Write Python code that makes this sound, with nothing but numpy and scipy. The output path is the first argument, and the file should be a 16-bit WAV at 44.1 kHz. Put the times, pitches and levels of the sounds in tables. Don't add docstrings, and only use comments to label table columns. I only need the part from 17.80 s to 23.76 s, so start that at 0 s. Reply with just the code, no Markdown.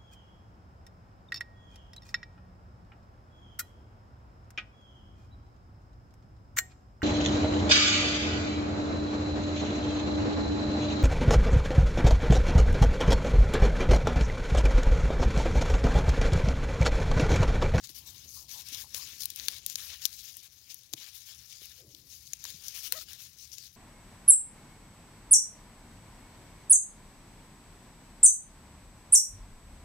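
import sys
import numpy as np
from scipy import signal
from scipy.fft import rfft, irfft, next_fast_len
from scipy.io import wavfile
from scipy.ndimage import uniform_filter1d, map_coordinates

SR = 44100
rng = np.random.default_rng(int(sys.argv[2]) if len(sys.argv) > 2 else 0)


def to_wav(s):
    ch = np.atleast_2d(s).T
    pcm = np.round(np.clip(ch, -1, 1) * 32767)
    wavfile.write(sys.argv[1], SR, pcm.astype(np.int16))


N = 262868

# (start [s], length [s], level [dB], relative fizz [dB], grip [dB])
HAND_STROKES = [(0.026, 0.034, -42, -5.5, -2), (0.085, 0.013, -46, 3, 3.5), (0.14, 0.049, -48.5, 2.5, 0.5),
                (0.253, 0.053, -46, -1.5, -2.5), (0.472, 0.16, -47, -1.5, -13),
                (0.676, 0.15, -44, -1.5, -1), (0.835, 0.077, -46, -0.5, 3), (0.914, 0.11, -41.5, 0, 2),
                (1.135, 0.065, -40.5, 0.5, 1), (1.19, 0.13, -45, -5.5, 0.5), (1.393, 0.03, -36.5, 1, -5),
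                (1.559, 0.22, -44.5, -0.5, 4), (1.859, 0.084, -45, -2, -4.5), (1.967, 0.12, -43, 0, 1.5),
                (2.086, 0.062, -46, -7, 7.5), (2.205, 0.049, -40, -5, -2), (2.315, 0.21, -48, -1.5, -7.5),
                (2.613, 0.046, -52.5, 1, 2.5), (2.892, 0.031, -43.5, -3, -2.5), (3.157, 0.13, -48.5, -5, 3),
                (3.333, 0.049, -49, 5, 1.5), (3.474, 0.077, -50.5, -2.5, 4), (3.567, 0.072, -56.5, -5, 2.5),
                (3.685, 0.074, -47, -14, -3.5), (3.802, 0.12, -51, 1, 3.5), (3.951, 0.058, -53.5, -2, 0.5),
                (4.072, 0.16, -58.5, -3.5, -4.5), (4.284, 0.087, -50.5, -1, -5),
                (4.444, 0.05, -49, -3, -11.5), (4.636, 0.11, -48, -3, 1), (4.827, 0.11, -45.5, -1.5, -0.5),
                (4.935, 0.072, -40, 1.5, 2), (5.019, 0.057, -39.5, 1.5, 3.5), (5.114, 0.11, -43.5, 0.5, 1),
                (5.274, 0.078, -49, -0.5, 4.5), (5.373, 0.088, -46.5, -0.5, -1), (5.561, 0.12, -51, -3, -3),
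                (5.717, 0.022, -42.5, -3.5, -4.5), (5.763, 0.11, -48, -8, -4)]
# (time [s], level [dB])
LEAF_TOUCH = [(0, -53), (0.22, -56.5), (0.42, -52), (0.9, -62), (1.07, -50.5), (1.36, -47.5), (1.83, -54.5),
              (2.05, -49.5), (2.5, -50), (2.72, -57), (2.98, -54.5), (3.1, -59.5), (3.3, -51), (3.8, -52),
              (4.04, -60.5), (4.8, -50), (5.3, -54.5), (5.96, -58.5)]
# (time [s], relative level [dB], relative fizz [dB], relative body [dB], ring [Hz])
STEM_SNAPS = [(0.093, -43, -10, -20, 4570), (0.8863, -37, -1, -24, 5900), (0.947, -33, -4, -26, 3450),
              (1.1455, -27, -3, -18, 5200), (1.4067, -33.5, -3, -39, 4000), (1.4202, -34, 1, -41, 4500),
              (1.434, -32, 1, -40, 4600), (1.442, -46, 12, -26, 4200), (1.4556, -31, 10, -26, 4080),
              (1.5028, -33.5, 2.5, -44, 4200), (1.5603, -37.5, 6.5, -31, 5360),
              (1.5982, -31, -23, -14, 4500), (1.6838, -18.5, -3, -13, 3900), (1.8631, -30, 8.5, -28, 6650),
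              (1.899, -33, -1, -18, 7300), (1.956, -23.5, -4.5, -20.5, 4860),
              (2.2538, -17.5, 0.5, -27, 5700), (2.261, -32.5, 4, -14, 6700), (2.5687, -48, 14, -11, 6300),
              (2.944, -44, 11, -31, 6200), (3.1294, -42, 1, -21, 6630), (3.1359, -24.5, -3.5, -15, 5640),
              (3.856, -47, 8, -10.5, 6150), (4.148, -41, -5, -29, 3600), (4.5335, -25.5, -7, -21.5, 6200),
              (4.6409, -33.5, -0.5, -15, 6350), (4.6525, -32.5, -7, -10.5, 5230),
              (4.7027, -38, 0.5, -19, 4720), (4.883, -31, 0, -25, 5460), (5.123, -24, 6.5, -8, 4080),
              (5.3323, -38, -0.5, -20, 5850), (5.7177, -41, -10, -27, 6000), (5.7829, -37, -3, -27, 5600)]
# (time [s], pitch [Hz], relative level [dB])
SQUEAK_PATH = [(5.122, 500, -82), (5.129, 492, -56), (5.14, 490, -51.5), (5.156, 647, -48.5),
               (5.175, 624, -49), (5.19, 643, -48), (5.2, 655, -80)]
# (multiple of the pitch, relative level [dB])
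SQUEAK_HARMONICS = [(1, 5.5), (2, 2.5), (3, 2.5), (4, -16), (6, -11)]
# (time [s], level [dB], length [s], pitch [Hz])
LEAF_BRUSHES = [(0.287, -68.5, 0.13, 994), (0.58, -60, 0.046, 1150), (0.63, -69, 0.061, 880),
                (0.784, -60.5, 0.065, 915), (.96, -82, 0.047, 785), (1.052, -61, 0.028, 926),
                (1.192, -59.5, 0.069, 1070), (5.218, -55.5, 0.014, 1400)]
# (time [s], relative level [dB], pitch [Hz])
POT_BUMPS = [(0.099, -50, 309), (0.922, -49.5, 262), (1.147, -46, 587), (1.685, -61, 610),
             (3.135, -38.5, 700), (3.138, -38.5, 310), (3.139, -46.5, 126), (3.584, -60, 171),
             (3.817, -51, 402), (4.079, -49, 126), (4.652, -38, 1050), (4.743, -47, 170)]
# (time [s], level [dB])
SCUFF_LEVELS = [(0, -75), (0.4, -70.5), (0.8, -77.5), (1.15, -71), (1.45, -76), (1.7, -69), (2.0, -80.5),
                (3.08, -80.5), (3.17, -68), (3.33, -93), (3.62, -80.5), (3.92, -79.5), (4.1, -74),
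                (4.42, -81), (4.72, -74), (5.2, -75), (5.45, -75.5), (5.96, -79)]
RUMBLE_LEVELS = [(0, -62.5), (1.8, -64.5), (2.8, -71), (3.5, -71.5), (3.62, -64.5), (3.74, -69.5),
                 (4.7, -64.5), (5.96, -65)]

# (frequency [Hz], relative level [dB])
LEAF_SPECTRUM = [(2800, -36), (4300, -2), (5300, 0.5), (6700, -1), (7600, -9.5), (9500, -22)]
FIZZ_SPECTRUM = [(5500, -48), (7600, -11.5), (8500, -1.5), (10000, 2), (13000, 3.5), (15800, 2.5)]
RASP_SPECTRUM = [(1400, -41), (2200, -7), (3200, -1), (3900, 1.5), (4500, -6.5), (5900, -6.5)]
BODY_SPECTRUM = [(250, -27), (700, -16), (1100, -9.5), (1300, -8), (1700, -1), (2150, -3), (3000, -6)]
CRACK_SPECTRUM = [(1200, -48), (2200, -12.5), (3600, 0), (5300, -1), (6700, 3), (7600, -4), (9500, -29)]
# (frequency [Hz], relative level [dB])
SCUFF_SPECTRUM = [(120, -27), (220, 5), (330, 2.5), (550, -6.5), (800, -10), (1400, -16)]
RUMBLE_SPECTRUM = [(20, -38), (35, -20), (50, -7.5), (63, -0.5), (78, 2), (92, -2.5), (125, -4.5),
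                   (160, -8.5), (220, -19), (400, -35.5)]
AIR_SPECTRUM = [(100, 13), (300, -19), (1000, -7.5), (5000, -18), (16000, -14)]
# (frequency [Hz], relative gain [dB])
RIGHT_SHADOW = [(200, -11.5), (500, -5), (1000, -11), (2000, -19), (4000, -25.5), (8500, -21), (11000, -24),
                (16000, -43)]


def rustle(levels):
    ticks = slips(rate=350, spread_db=3, t60=0.007)
    pressure = amp(0.35 * wobble(17) + 1.54 * wobble(45))
    out = np.zeros(N)
    for spectrum, level in zip([LEAF_SPECTRUM, FIZZ_SPECTRUM, RASP_SPECTRUM, BODY_SPECTRUM], levels):
        grain = slips(rate=3000, spread_db=2, t60=0.015)
        friction = coloured(patchy(rng.standard_normal(N), depth_db=2.5), spectrum)
        out += level * np.sqrt(0.72 * grain + 0.091 * ticks) * friction
    return pressure * out


def hand_effort(attack_s=0.016, release_s=0.019, arch_db=2.0):
    t = np.arange(N) / SR
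    touch_db, = curves(LEAF_TOUCH)
    touch_grip_db = -1.5 + 0.19 * (touch_db + 59)
    power = (registers(fizz_db=-2, grip_db=touch_grip_db) * amp(touch_db)) ** 2
    for start, length, db, fizz_db, grip_db in HAND_STROKES:
        span = slice(*np.searchsorted(t, [start, start + length + 10 * release_s]))
        age = t[span] - start
        shape = np.minimum(age / attack_s, 1) * np.exp(-np.maximum(age - length, 0) / release_s)
        shape *= amp(arch_db * (np.sin(np.pi * np.minimum(age / length, 1)) - 2 / np.pi))
        power[:, span] += (registers(fizz_db, grip_db) * amp(db) * shape) ** 2
    return np.sqrt(power)


def registers(fizz_db, grip_db):
    rasp_db = -4.5 + grip_db
    body_db = -16 + 1.34 * grip_db
    return amp(np.vstack(np.broadcast_arrays(0, fizz_db, rasp_db, body_db)))


def crackle(leaf_level, level_db=-10, fizz_db=-3):
    envelope = np.sqrt(np.abs(slips(rate=86, spread_db=3.5, t60=0.01)))
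    pops = envelope * rng.standard_normal((2, N))
    cracks = coloured(pops[0], CRACK_SPECTRUM) + amp(fizz_db) * coloured(pops[1], FIZZ_SPECTRUM)
    return amp(level_db) * leaf_level * cracks


def snaps(crack_t60=0.0023, shiver_t60=0.015, shiver_db=-14, stem_t60=0.0098, resonance_db=5):
    out, lead = np.zeros(N), 64
    t = np.maximum(np.arange(SR // 25) - lead, 0) / SR
    attack = 1 - np.exp(-t / 0.00046)
    shape = (amp(-60 * t / crack_t60) + amp(shiver_db - 60 * t / shiver_t60)) * attack
    burst_gain = np.sqrt(0.004 * SR / len(t))
    for start, db, fizz_db, body_db, hz in STEM_SNAPS:
        fibres = rng.standard_normal((3, len(t))) * shape
        resonant = filtered(fibres[0], lambda f: 1 + amp(resonance_db) / (1 + ((f - hz) / 750) ** 2))
        crack = 1.16 * coloured(resonant, CRACK_SPECTRUM)
        fizz = amp(fizz_db) * coloured(fibres[1], FIZZ_SPECTRUM)
        body = amp(body_db) * coloured(fibres[2], BODY_SPECTRUM)
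        ring = 0.41 * unit(np.sin(2 * np.pi * hz * t) * attack * amp(-60 * t / stem_t60))
        add(out, start - lead / SR, amp(db - 2) * burst_gain * (crack + fizz + body + ring))
    return out


def squeak():
    hz, db = curves(SQUEAK_PATH)
    phase = 2 * np.pi * np.cumsum(hz * (1 + 0.031 * wobble(400))) / SR
    tone = sum(amp(level + 1.4 * wobble(120)) * np.sin(k * phase) for k, level in SQUEAK_HARMONICS)
    t = np.arange(N) / SR
    slipping = (t > SQUEAK_PATH[0][0]) & (t < SQUEAK_PATH[-1][0])
    return amp(db + 1) * unit(tone) * slipping


def brushes():
    t = np.arange(N) / SR
    sweeps = sum(amp(db) * np.exp(-2 * ((t - centre) / length) ** 2) * noise_band(hz, width_hz=340)
                 for centre, db, length, hz in LEAF_BRUSHES)
    return sweeps * np.sqrt(slips(rate=400, spread_db=2.5, t60=0.015))


def bumps(t60_cycles=9.5):
    out, t = np.zeros(N), np.arange(SR // 4) / SR
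    attack = 1 - np.exp(-t / 0.00086)
    for start, db, hz in POT_BUMPS:
        add(out, start, amp(db - 60 * t * hz / t60_cycles) * np.sin(2 * np.pi * hz * t) * attack)
    return out


def drag(start_s=3.97, rise_s=0.052, slowing_s=0.08, from_hz=600, to_hz=270, fade_db_per_s=46):
    age = np.maximum(np.arange(N) / SR - start_s, 0)
    hz = to_hz + (from_hz - to_hz) * np.exp(-age / slowing_s)
    level = np.minimum(age / rise_s, 1) * amp(-64 - fade_db_per_s * np.maximum(age - rise_s, 0))
    hollow = (0.74 * noise_band(hz, width_hz=150)
              + 0.57 * noise_band(1.1 * hz, width_hz=490)
              + 0.1 * noise_band(2 * hz, width_hz=900))
    return level * hollow


def scuffs():
    db, = curves(SCUFF_LEVELS)
    grain = np.sqrt(slips(rate=290, spread_db=0.5, t60=0.018))
    return amp(db) * grain * stereo_noise(SCUFF_SPECTRUM, side_db=-2.5)


def outdoors(swell_db=0.4, hiss_db=-75.5):
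    db, = curves(RUMBLE_LEVELS)
    rumble = amp(db + swell_db * wobble(4.05)) * stereo_noise(RUMBLE_SPECTRUM, side_db=-13.5)
    return rumble + amp(hiss_db) * stereo_noise(AIR_SPECTRUM, side_db=3.5)


def microphones(plant, echo_t60=0.099):
    t = np.arange(SR // 30) / SR
    echoes = rng.standard_normal(len(t)) * amp(-60 * t / echo_t60)
    scattered = signal.fftconvolve(plant, echoes / np.linalg.norm(echoes))[:N]
    left = plant + amp(-41) * scattered
    right = filtered(np.roll(plant, -1) + amp(-2) * scattered, lambda hz: gain(RIGHT_SHADOW, hz))
    return np.array([left, amp(-4) * right])


def slips(rate, spread_db, t60):
    onsets = rng.random(N) < rate / SR
    energies = amp(spread_db * np.minimum(rng.standard_normal(N), 2)) ** 2
    decay = amp(-60 / (t60 * SR)) ** 2
    power = signal.lfilter([1], [1, -decay], onsets * energies)
    return power / power.mean()


def patchy(x, depth_db):
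    spectra = signal.stft(x, nperseg=256)[2]
    patches = uniform_filter1d(rng.standard_normal(spectra.shape), size=5, axis=0)
    patches = uniform_filter1d(patches, size=14, axis=1)
    return signal.istft(spectra * amp(depth_db * unit(patches)), nperseg=256)[1][:N]


def noise_band(hz, width_hz):
    phase = 2 * np.pi * np.cumsum(hz * np.ones(N)) / SR
    return unit(wobble(width_hz) * np.cos(phase) + wobble(width_hz) * np.sin(phase))


def stereo_noise(spectrum, side_db):
    mid, side = coloured(rng.standard_normal((2, N)), spectrum)
    return unit(np.array([mid + amp(side_db) * side, mid - amp(side_db) * side]))


def wobble(rate):
    knots = rng.standard_normal(int(N * rate / SR) + 4)
    return map_coordinates(knots, [np.arange(N) * rate / SR])


def curves(rows):
    times, *columns = np.transpose(rows)
    return [np.interp(np.arange(N) / SR, times, column) for column in columns]


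def coloured(x, spectrum):
    return unit(filtered(x, lambda hz: gain(spectrum, hz)))


def filtered(x, response):
    n = x.shape[-1]
    padded = next_fast_len(2 * n)
    return irfft(rfft(x, padded) * response(np.fft.rfftfreq(padded, 1 / SR)), padded)[..., :n]


def gain(points, hz):
    f, db = np.transpose(points)
    log_hz = np.log(np.r_[f[0] / 2, f, f[-1] * 2])
    return amp(np.interp(np.log(hz + 1), log_hz, np.r_[-100, db, -100]))


def amp(db):
    return 10 ** (np.asarray(db) / 20)


def unit(x):
    return x / np.sqrt(np.mean(x ** 2) + 1e-20)


def add(track, start_s, sound):
    part = track[max(0, round(start_s * SR)):][:len(sound)]
    part += sound[:len(part)]


def scene():
    levels = hand_effort()
    plant = rustle(levels) + crackle(levels[0]) + snaps() + brushes() + squeak()
    slightly_left = amp([[1], [-1]])
    return microphones(plant) + (bumps() + drag()) * slightly_left + scuffs() + outdoors()


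def record(dry):
    top_hz = 15950
    return filtered(dry, lambda hz: 1 / np.sqrt(1 + (hz / top_hz) ** 160))


dry = scene()
out = record(dry)
to_wav(out)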